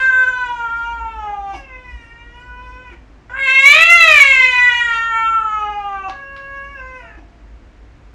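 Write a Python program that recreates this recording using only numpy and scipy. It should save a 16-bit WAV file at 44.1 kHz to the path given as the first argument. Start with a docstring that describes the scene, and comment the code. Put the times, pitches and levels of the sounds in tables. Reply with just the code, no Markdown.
"""In a hard-floored room, a cat gives two long yowls at another cat, close to the microphone.
Its vocal folds are the source and its throat and mouth the filter. Each yowl sinks in pitch as the
mouth closes, breaks, and runs on as a soft moan that ends in a croak. A thin whistle rides on the
yowls; the second swells until it overloads the microphone. The mouth clicks, the walls reflect the
voice, a low rumble fills the room, and near the end a faint whine comes from further off."""
import sys
import numpy as np
from scipy import signal
from scipy.fft import rfft, irfft
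from scipy.io import wavfile
from scipy.ndimage import uniform_filter1d, minimum_filter1d

SR = 44100
rng = np.random.default_rng(int(sys.argv[2]) if len(sys.argv) > 2 else 0)


def to_wav(s):
    """Save 16-bit WAV."""
    ch = np.atleast_2d(s).T  # columns
    pcm = np.round(np.clip(ch, -1, 1) * 32767)  # PCM
    wavfile.write(sys.argv[1], SR, pcm.astype(np.int16))


N = 358974
TIME = np.arange(N) / SR

# Pitch and effort of each call. Each row: time in seconds, pitch in Hz, relative level in dB,
# spectral tilt above the mouth's resonance in dB per octave.
YOWL_1 = [(0.0, 524.7, -19.5, -1), (0.16, 514.7, -15.5, -2.8), (0.381, 501, -18.5, -3),
          (0.52, 481, -21, -3.5), (0.68, 461.2, -25, -2.5), (0.9, 470, -26.1, -2.2),
          (1.06, 451.4, -23.5, -5.8), (1.2, 433.7, -24.5, -4), (1.3, 410.2, -24, -5),
          (1.4, 399.7, -29, -3.5), (1.53, 392.4, -28, 2.2)]
MOAN_1 = [(1.581, 557.3, -36, 5.5), (1.66, 533, -43.5, -2), (1.72, 515.8, -36.5, -3), (1.86, 500, -38, 0.5),
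          (2.048, 459.7, -42, 5), (2.3, 475.5, -39, -1.5), (2.428, 493.7, -41.5, 5), (2.5, 492.6, -33, 1),
          (2.801, 505.4, -37, 0), (2.89, 493.4, -39.2, 0.5), (2.92, 463.4, -43, 3)]
YOWL_2 = [(3.311, 484.6, -32.5, -16), (3.351, 531.3, -26.5, -17.5), (3.411, 545.5, -19, -12),
          (3.49, 524.2, -13, -5.5), (3.64, 548.6, -10, 2.5), (3.71, 580, -7, 2.5), (3.77, 636, -10, -1.1),
          (3.84, 669.4, -9, -0.5), (3.95, 691.5, -8.5, -0.7), (4.1, 624, -8, -2.5), (4.21, 559, -8, 2),
          (4.36, 523.4, -12, -0.7), (4.499, 501, -16, -2), (4.72, 483.5, -13, -3), (4.86, 472.5, -16, -4),
          (4.949, 458.4, -17.5, -1.5), (5.09, 458.3, -21.5, -7), (5.151, 451.7, -14, -9),
          (5.33, 447.6, -14, -8), (5.63, 421, -20, -4.5), (5.85, 402, -27, -2.5),
          (6.07, 381.3, -22.5, -6.5)]
MOAN_2 = [(6.13, 553.4, -34, -2), (6.25, 551.2, -33, -1.3), (6.6, 552.7, -29.5, -1),
          (6.73, 560.2, -33.5, 0.5), (6.81, 518.4, -32, -3), (6.969, 511.6, -35.5, 0.5),
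          (7.06, 457, -39.5, 0), (7.14, 418, -43, -0.3)]
# Colour of the voice apart from its moving resonances. Each row: frequency in Hz, gain in dB.
YOWL_SPECTRUM = [(370, -28.5), (480, -20.5), (850, -7), (1400, -4.5), (2000, -10), (2450, -5), (2850, -2),
                 (3600, -9), (4600, -12.5), (5400, -14), (6200, -5), (7000, -14), (11500, -12.5),
                 (12800, -35.5)]
MOAN_SPECTRUM = [(500, -5.5), (1000, 2), (1600, -8.5), (2150, -9.5), (2750, 4), (3300, -18.5), (4400, -16),
                 (5500, -6.5), (6100, -11.5), (6800, -11.5), (8500, -14), (11000, -17), (12500, -22)]
# Articulation of the calls. Each row: start, end and onset of jaw closing in seconds, closing speed in
# octaves per second, open and closed mouth resonances in Hz, upper resonance's gain in dB, and its
# distance above the mouth's in Hz.
YOWL_GESTURES = [(0, 1.545, 0, 0.68, 1727, 840, 5.5, 2010), (3.295, 6.088, 4.5, .81, 2207, 974, 10, 1746)]
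MOAN_GESTURES = [(1.543, 2.939, 2.12, 1, 1904, 1710, 10, 1630),
                 (6.095, 7.165, 7.4, .8, 1715, 1734, 2.5, 1890)]

def cat(yowl_db=-1.1, moan_db=-3.8):
    """Phonation: vibrating vocal folds give loud open-mouthed yowls, each followed by a soft moan."""
    yowls, moans = np.zeros(N), np.zeros(N)
    for contour, gesture in zip((YOWL_1, YOWL_2), YOWL_GESTURES):
        add(yowls, *call(contour, gesture, YOWL_SPECTRUM, q=9.45, jitter=.004, fade_s=.0021,
                         fray_db=(-26, -24), whistles=True))
    for contour, gesture in zip((MOAN_1, MOAN_2), MOAN_GESTURES):
        add(moans, *call(contour, gesture, MOAN_SPECTRUM, q=13.5, jitter=.0035, fade_s=.0045,
                         fray_db=(-14, -9.5)))
    return gain_of(yowl_db) * yowls + gain_of(moan_db) * moans


# Moments when the strongest overtone briefly fades in the room and the sound turns rougher.
# Each row: time in seconds, half length in seconds, depth in dB.
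OVERTONE_DIPS = [(0.468, 0.02, 19), (0.958, 0.038, 10.5), (1.134, .045, 19.5), (1.38, .05, 3),
                 (4.932, 0.038, 4), (5.438, .025, 9)]

def call(contour, gesture, spectrum, q, jitter, fade_s, fray_db, whistles=False, dip_octaves=.35):
    """Source-filter model: the throat shapes the folds' harmonics. Returns start time and sound."""
    start, end, closing_s, jaw_speed, open_hz, closed_hz, upper_db, spacing_hz = gesture
    span = slice(round(start * SR), round(end * SR))
    t = TIME[span]
    times, *columns = np.transpose(contour)
    pitch_hz, level_db, tilt = (np.interp(t, times, column) for column in columns)
    mouth_hz = main_resonance(t, closing_s, jaw_speed, open_hz, closed_hz)
    # The strengths of the harmonics change slowly, so a coarse time step serves.
    slow = slice(None, None, 128)
    harmonics = np.arange(1, 29)
    hz = harmonics[:, None] * pitch_hz[slow]
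    strengths = gain_of(throat_db(hz, mouth_hz[slow], tilt[slow], spectrum, q, upper_db, spacing_hz))
    strengths *= gain_of(overtone_waver_db(harmonics, size=hz.shape[1], step_s=slow.step / SR))
    strengths *= gain_of(level_db[slow]) * np.sqrt(2 / (strengths ** 2).sum(0))
    near_resonance = bump(np.log2(hz / mouth_hz[slow]), 0, dip_octaves)
    strengths *= gain_of(-bumps(t[slow], OVERTONE_DIPS) * near_resonance)
    # The pitch trembles, and single cycles differ in length and strength.
    rough = roughness(t, pitch_hz, start, end, *fray_db)
    phase = phase_of(pitch_hz * (1 + jitter * wander(rate_hz=24)[span]))
    phase += .55 * rough * wander(rate_hz=110)[span]
    # The throat delays each harmonic differently, which smears the pulses.
    lags = 2 * np.pi * rng.random(len(harmonics))
    voice = sum(np.interp(t, t[slow], strength) * np.cos(k * phase - lag)
                for k, strength, lag in zip(harmonics, strengths, lags))
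    if whistles:
        voice += whistle(phase, pitch_hz, level_db, mouth_hz)
    voice *= 1 + rough * wander(rate_hz=260)[span]
    ramp = np.clip(np.minimum(t - t[0], t[-1] - t) / fade_s, 0, 1)
    return t[0], voice * np.sin(np.pi / 2 * ramp) ** 2


def roughness(t, pitch_hz, start, end, in_db, out_db, held_db=-45, slide_db=-23, dip_db=-28.5):
    """Aperiodicity: the folds vibrate unevenly in fast slides and at a call's two ends."""
    smooth_s, lag_s, in_s, out_s = .06, .031, .024, .036
    octaves_per_s = abs(np.gradient(np.log2(pitch_hz))) * SR
    octaves_per_s = abs(uniform_filter1d(octaves_per_s, int(smooth_s * SR)))
    slide = gain_of(slide_db) * np.interp(t - lag_s, t, octaves_per_s) ** 1.6
    fray = gain_of(in_db) * np.exp((start - t) / in_s) + gain_of(out_db) * np.exp((t - end) / out_s)
    # The sound also turns rougher while its strongest overtone fades.
    dips = gain_of(dip_db) * sum(bump(t, at, half) for at, half, _ in OVERTONE_DIPS)
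    return gain_of(held_db) + slide + fray + dips


def overtone_waver_db(harmonics, size, step_s, db_per_octave=.91, waver_s=.07):
    """Independent amplitude modulation: each overtone drifts in strength, the high ones more."""
    span = int(waver_s / step_s)
    drift = rng.standard_normal((len(harmonics), size))
    for width in (span, span // 2 + 1):
        drift = uniform_filter1d(drift, width, axis=1, mode="wrap")
    return db_per_octave * np.log2(harmonics)[:, None] * unit_rms(drift)


# Brief moments when the voice's strongest band sits lower or higher.
# Each row: time in seconds, half length in seconds, shift in octaves.
RESONANCE_SHIFTS = [(0.562, 0.08, -0.27), (2.53, 0.098, -0.23), (3.33, 0.065, -.45), (4.768, 0.078, .1),
                    (5.739, 0.16, -.2)]

def main_resonance(t, closing_s, octaves_per_s, open_hz, closed_hz):
    """Cavity resonance: the mouth's frequency falls as it closes. 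The band also shifts briefly."""
    closing_hz = open_hz * 2 ** (-octaves_per_s * np.maximum(t - closing_s, 0))
    return np.maximum(closing_hz, closed_hz) * 2 ** bumps(t, RESONANCE_SHIFTS)


# A narrow resonance that the jaw does not move: frequency in Hz, half width in Hz, gain in dB.
NASAL_FORMANT = (2675, 54, 2.7)

def throat_db(hz, mouth_hz, tilt, spectrum, q, upper_db, spacing_hz):
    """Formant filtering: the main resonance follows the jaw, two ride above it, and one stays put."""
    ratio = hz / mouth_hz
    main = -10 * np.log10((1 - ratio ** 2) ** 2 + (ratio / q) ** 2)
    upper = formant_db(hz, mouth_hz + spacing_hz, half_width_hz=330, peak_db=upper_db)
    ring = formant_db(hz, mouth_hz + 4900, half_width_hz=450, peak_db=4)
    nasal = formant_db(hz, *NASAL_FORMANT)
    brightness = tilt * np.log2(np.maximum(ratio, 1))
    return spectrum_db(spectrum, hz) + main + upper + ring + nasal + brightness


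def formant_db(hz, centre_hz, half_width_hz, peak_db):
    """A resonance lifts the frequencies near its centre."""
    return peak_db / (1 + ((hz - centre_hz) / half_width_hz) ** 2)


# The whistle's lines, one voice pitch apart, from the one just below it. Each entry: gain in dB.
WHISTLE_LINES = [-13.5, -0.5, -5, -14, -21, -13.5, -22, -27]

def whistle(fold_phase, pitch_hz, voice_db, mouth_hz, top_hz=7200, turn_hz=544, relative_db=-33):
    """Modulation: each cycle of the folds chops a high tone, splitting it into sidebands."""
    # The tone climbs with the voice up to a turning point, then falls back.
    over_hz = pitch_hz - turn_hz
    carrier = phase_of(top_hz + np.minimum(4.2 * over_hz, -4.1 * over_hz))
    tone = sum(gain_of(db) * np.cos(carrier + k * fold_phase + 2 * np.pi * rng.random())
               for k, db in enumerate(WHISTLE_LINES, -1))
    opening_db = 11.5 * np.log2(mouth_hz / 2300)  # it fades as the mouth closes
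    return np.sqrt(2) * gain_of(voice_db + relative_db + opening_db) * tone


# Where the voice catches or gives out. Each row: start in seconds, length in seconds, tone level at
# the crest in dB, central pitch in Hz, rasp against the tone in dB.
VOICE_CATCHES = [(1.531, 0.066, -41, 338, 5), (2.912, 0.074, -44.5, 338, -9), (3.295, 0.059, -48, 527, 1),
                 (6.079, 0.045, -41, 347, 6), (7.17, 0.07, -44.5, 308, -7)]
# Colour of the rasp. Each row: frequency in Hz, relative level in dB.
RASP_SPECTRUM = [(150, -18), (330, -28), (550, -2.5), (780, 8.5), (1200, -1), (1800, -16.5), (2800, -4),
                 (4000, -21), (5800, -16), (8000, -43), (12000, -43), (14000, -67)]

def croaks(sag=.3, unsteadiness=.06):
    """Irregular vibration: slack folds give a short, low, sinking tone with a rasp."""
    out = np.zeros(N)
    for start, length, level_db, pitch_hz, rasp_db in VOICE_CATCHES:
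        size = int(length * SR)
        progress = np.sqrt(np.arange(size) / (length * SR))
        hz = pitch_hz * (1 + sag * (.5 - progress) + unsteadiness * wander(rate_hz=70)[:size])
        tone = np.sqrt(2) * np.sin(phase_of(hz))
        rasp = gain_of(rasp_db) * noise(RASP_SPECTRUM, size=16384)[:size]
        add(out, start, gain_of(level_db) * np.sin(np.pi * progress) ** 2 * (tone + rasp))
    return out


# Wet clicks of the mouth. Each row: start in seconds, peak level in dB.
MOUTH_CLICKS = [(6.097, -22.5), (6.365, -26), (6.378, -34)]
# The mouth's response to a click. Each row: frequency in Hz, relative gain in dB.
CLICK_SPECTRUM = [(300, -21), (1500, 10.5), (2800, 3.5), (3900, 6.5), (5500, -4.5), (7000, -20),
                  (10500, -28), (12500, -55)]

def clicks(decay_s=.0012, lead_s=.003):
    """Impulse excitation: tongue and lips part with tiny snaps, coloured by the mouth."""
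    out, t = np.zeros(N), TIME[:1024]
    for start, peak_db in MOUTH_CLICKS:
        burst = rng.standard_normal(len(t)) * (t > lead_s) * np.exp(-t / decay_s)
        snap = coloured(burst, CLICK_SPECTRUM)
        add(out, start - lead_s, gain_of(peak_db) * snap / abs(snap).max())
    return out


# The room's echo; the cat faces aside, so much of its treble arrives off the walls.
# Each row: frequency in Hz, time to decay by 60 dB in seconds, gain in dB.
ECHO_BANDS = [(199, 0.14, 11.5), (980, 0.38, -8), (2118, 0.3, 1), (3100, 0.38, -5.5), (5730, 0.27, 1.5),
              (12400, 0.067, -1)]

def room(sound, size=22050, gap_s=.003, reflections_per_s=2500):
    """Reverberation: sparse reflections die away exponentially, each band at its own rate."""
    band_hz, t60, level_db = np.transpose(ECHO_BANDS)
    signs = rng.choice([-1., 1.], size)
    arrivals = (rng.random(size) < reflections_per_s / SR) * (TIME[:size] > gap_s)
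    hz, t, bands = signal.stft(signs * arrivals, SR, nperseg=256)
    bands = bands * gain_of(-60 * t / np.interp(hz, band_hz, t60)[:, None])
    norm = np.linalg.norm(signal.istft(bands, SR)[1])
    bands *= gain_of(np.interp(hz, band_hz, level_db))[:, None]
    tail = signal.istft(bands, SR)[1] / norm
    return signal.fftconvolve(sound, tail)[:N]


# A faint, thin whine from further off: start in seconds, length in seconds, pitch in Hz,
# rise in Hz per second, initial level in dB.
DISTANT_WHINE = (7, 5, 673.5, 43.5, -48)

def whine(jitter=.00579, waver_db=4, attack_s=.036, fade_db_per_s=34):
    """Exponential decay: an almost pure, wavering tone creeps upward as it fades."""
    start, length, pitch_hz, rise, level_db = DISTANT_WHINE
    t = np.clip(TIME - start, 0, length)
    phase = phase_of((pitch_hz + rise * t) * (1 + jitter * wander(rate_hz=30)))
    ramp = np.minimum(np.minimum(t, length - t) / attack_s, 1)
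    level = gain_of(level_db - fade_db_per_s * t + waver_db * wander(rate_hz=8))
    return np.sqrt(2) * ramp * level * np.sin(phase)


# Swells of the rumble. Each row: time in seconds, half length in seconds, gain in dB.
SWELLS = [(1.084, 0.17, 12), (1.745, 0.045, 9), (1.947, .05, 13.5), (2.44, 0.17, 8)]
# The room's steady noise. Each row: frequency in Hz, relative spectral density in dB.
FLOOR_SPECTRUM = [(12, -25), (28, -7.5), (42, -2), (70, -7), (90, -10), (120, -11.5), (180, -19),
                  (280, -15.5), (450, -23), (1000, -27), (2200, -31), (3500, -40.5), (7000, -48),
                  (12500, -73)]

def background(floor_db=-45, rumble_db=-44.5, rumble_hz=54, width_hz=5):
    """Narrow-band noise: close frequencies beat into a throbbing rumble, over dull room noise."""
    phase = 2 * np.pi * rumble_hz * TIME
    rumble = unit_rms(wander(width_hz) * np.cos(phase) + wander(width_hz) * np.sin(phase))
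    floor = noise(FLOOR_SPECTRUM, size=2 ** 19)[:N]
    return gain_of(floor_db) * floor + gain_of(rumble_db + bumps(TIME, SWELLS)) * rumble


def gain_of(db):
    """Amplitude grows tenfold for every 20 dB."""
    return 10 ** (np.asarray(db) / 20)


def unit_rms(x):
    """Normalisation to a mean power of one."""
    return x / np.sqrt(np.mean(x ** 2) + 1e-20)


def phase_of(hz):
    """Phase is the integral of frequency."""
    return 2 * np.pi * np.cumsum(hz) / SR


def spectrum_db(points, hz):
    """Interpolation of a spectrum on a log-frequency axis."""
    point_hz, db = np.transpose(points)
    return np.interp(np.log(hz + 1), np.log(point_hz + 1), db)


def coloured(sound, spectrum):
    """Filtering is multiplication in the frequency domain."""
    hz = np.fft.rfftfreq(len(sound), 1 / SR)
    return irfft(rfft(sound) * gain_of(spectrum_db(spectrum, hz)), len(sound))


def noise(spectrum, size):
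    """Filtered white noise takes on the filter's spectrum."""
    return unit_rms(coloured(rng.standard_normal(size), spectrum))


def wander(rate_hz, size=2 ** 19):
    """Low-pass noise drifts at random, mostly below the given rate."""
    low_pass = 1 / (1 + (np.fft.rfftfreq(size, 1 / SR) / rate_hz) ** 3)
    return unit_rms(irfft(rfft(rng.standard_normal(size)) * low_pass)[:N])


def bump(x, centre, half_width):
    """A Gaussian bell of height one."""
    return np.exp(-((x - centre) / half_width) ** 2)


def bumps(t, rows):
    """A sum of Gaussian bells."""
    return sum(height * bump(t, at, half) for at, half, height in rows)


def add(mix, start_s, sound):
    """Superposition: a sound adds to the mix from its start time."""
    part = mix[max(round(start_s * SR), 0):][:len(sound)]
    part += sound[:len(part)]


def scene(voice_send_db=-1.5, click_send_db=-1, croak_send_db=-7):
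    """Superposition of the cat's direct sound, its echo, the whine and the background."""
    voice, snaps, croak = cat(), clicks(), croaks()
    echo = room(gain_of(voice_send_db) * voice + gain_of(click_send_db) * snaps
                + gain_of(croak_send_db) * croak)
    return (voice + snaps + croak + echo + whine() + background())[None]


def record(dry, ceiling=1.27, clip_level=.97, window_samples=45, edge_hz=15800):
    """Overload: a fast limiter holds the loudest peaks, the excess clips, and a low-pass follows."""
    peak = -minimum_filter1d(-abs(dry), window_samples)
    limited = dry * uniform_filter1d(ceiling / np.maximum(peak, ceiling), window_samples)
    clipped = np.clip(limited, -clip_level, clip_level)
    low_pass = signal.firwin(511, edge_hz, window=("kaiser", 9), fs=SR)
    return signal.oaconvolve(clipped, low_pass[None], "same")


dry = scene()
out = record(dry)
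to_wav(out)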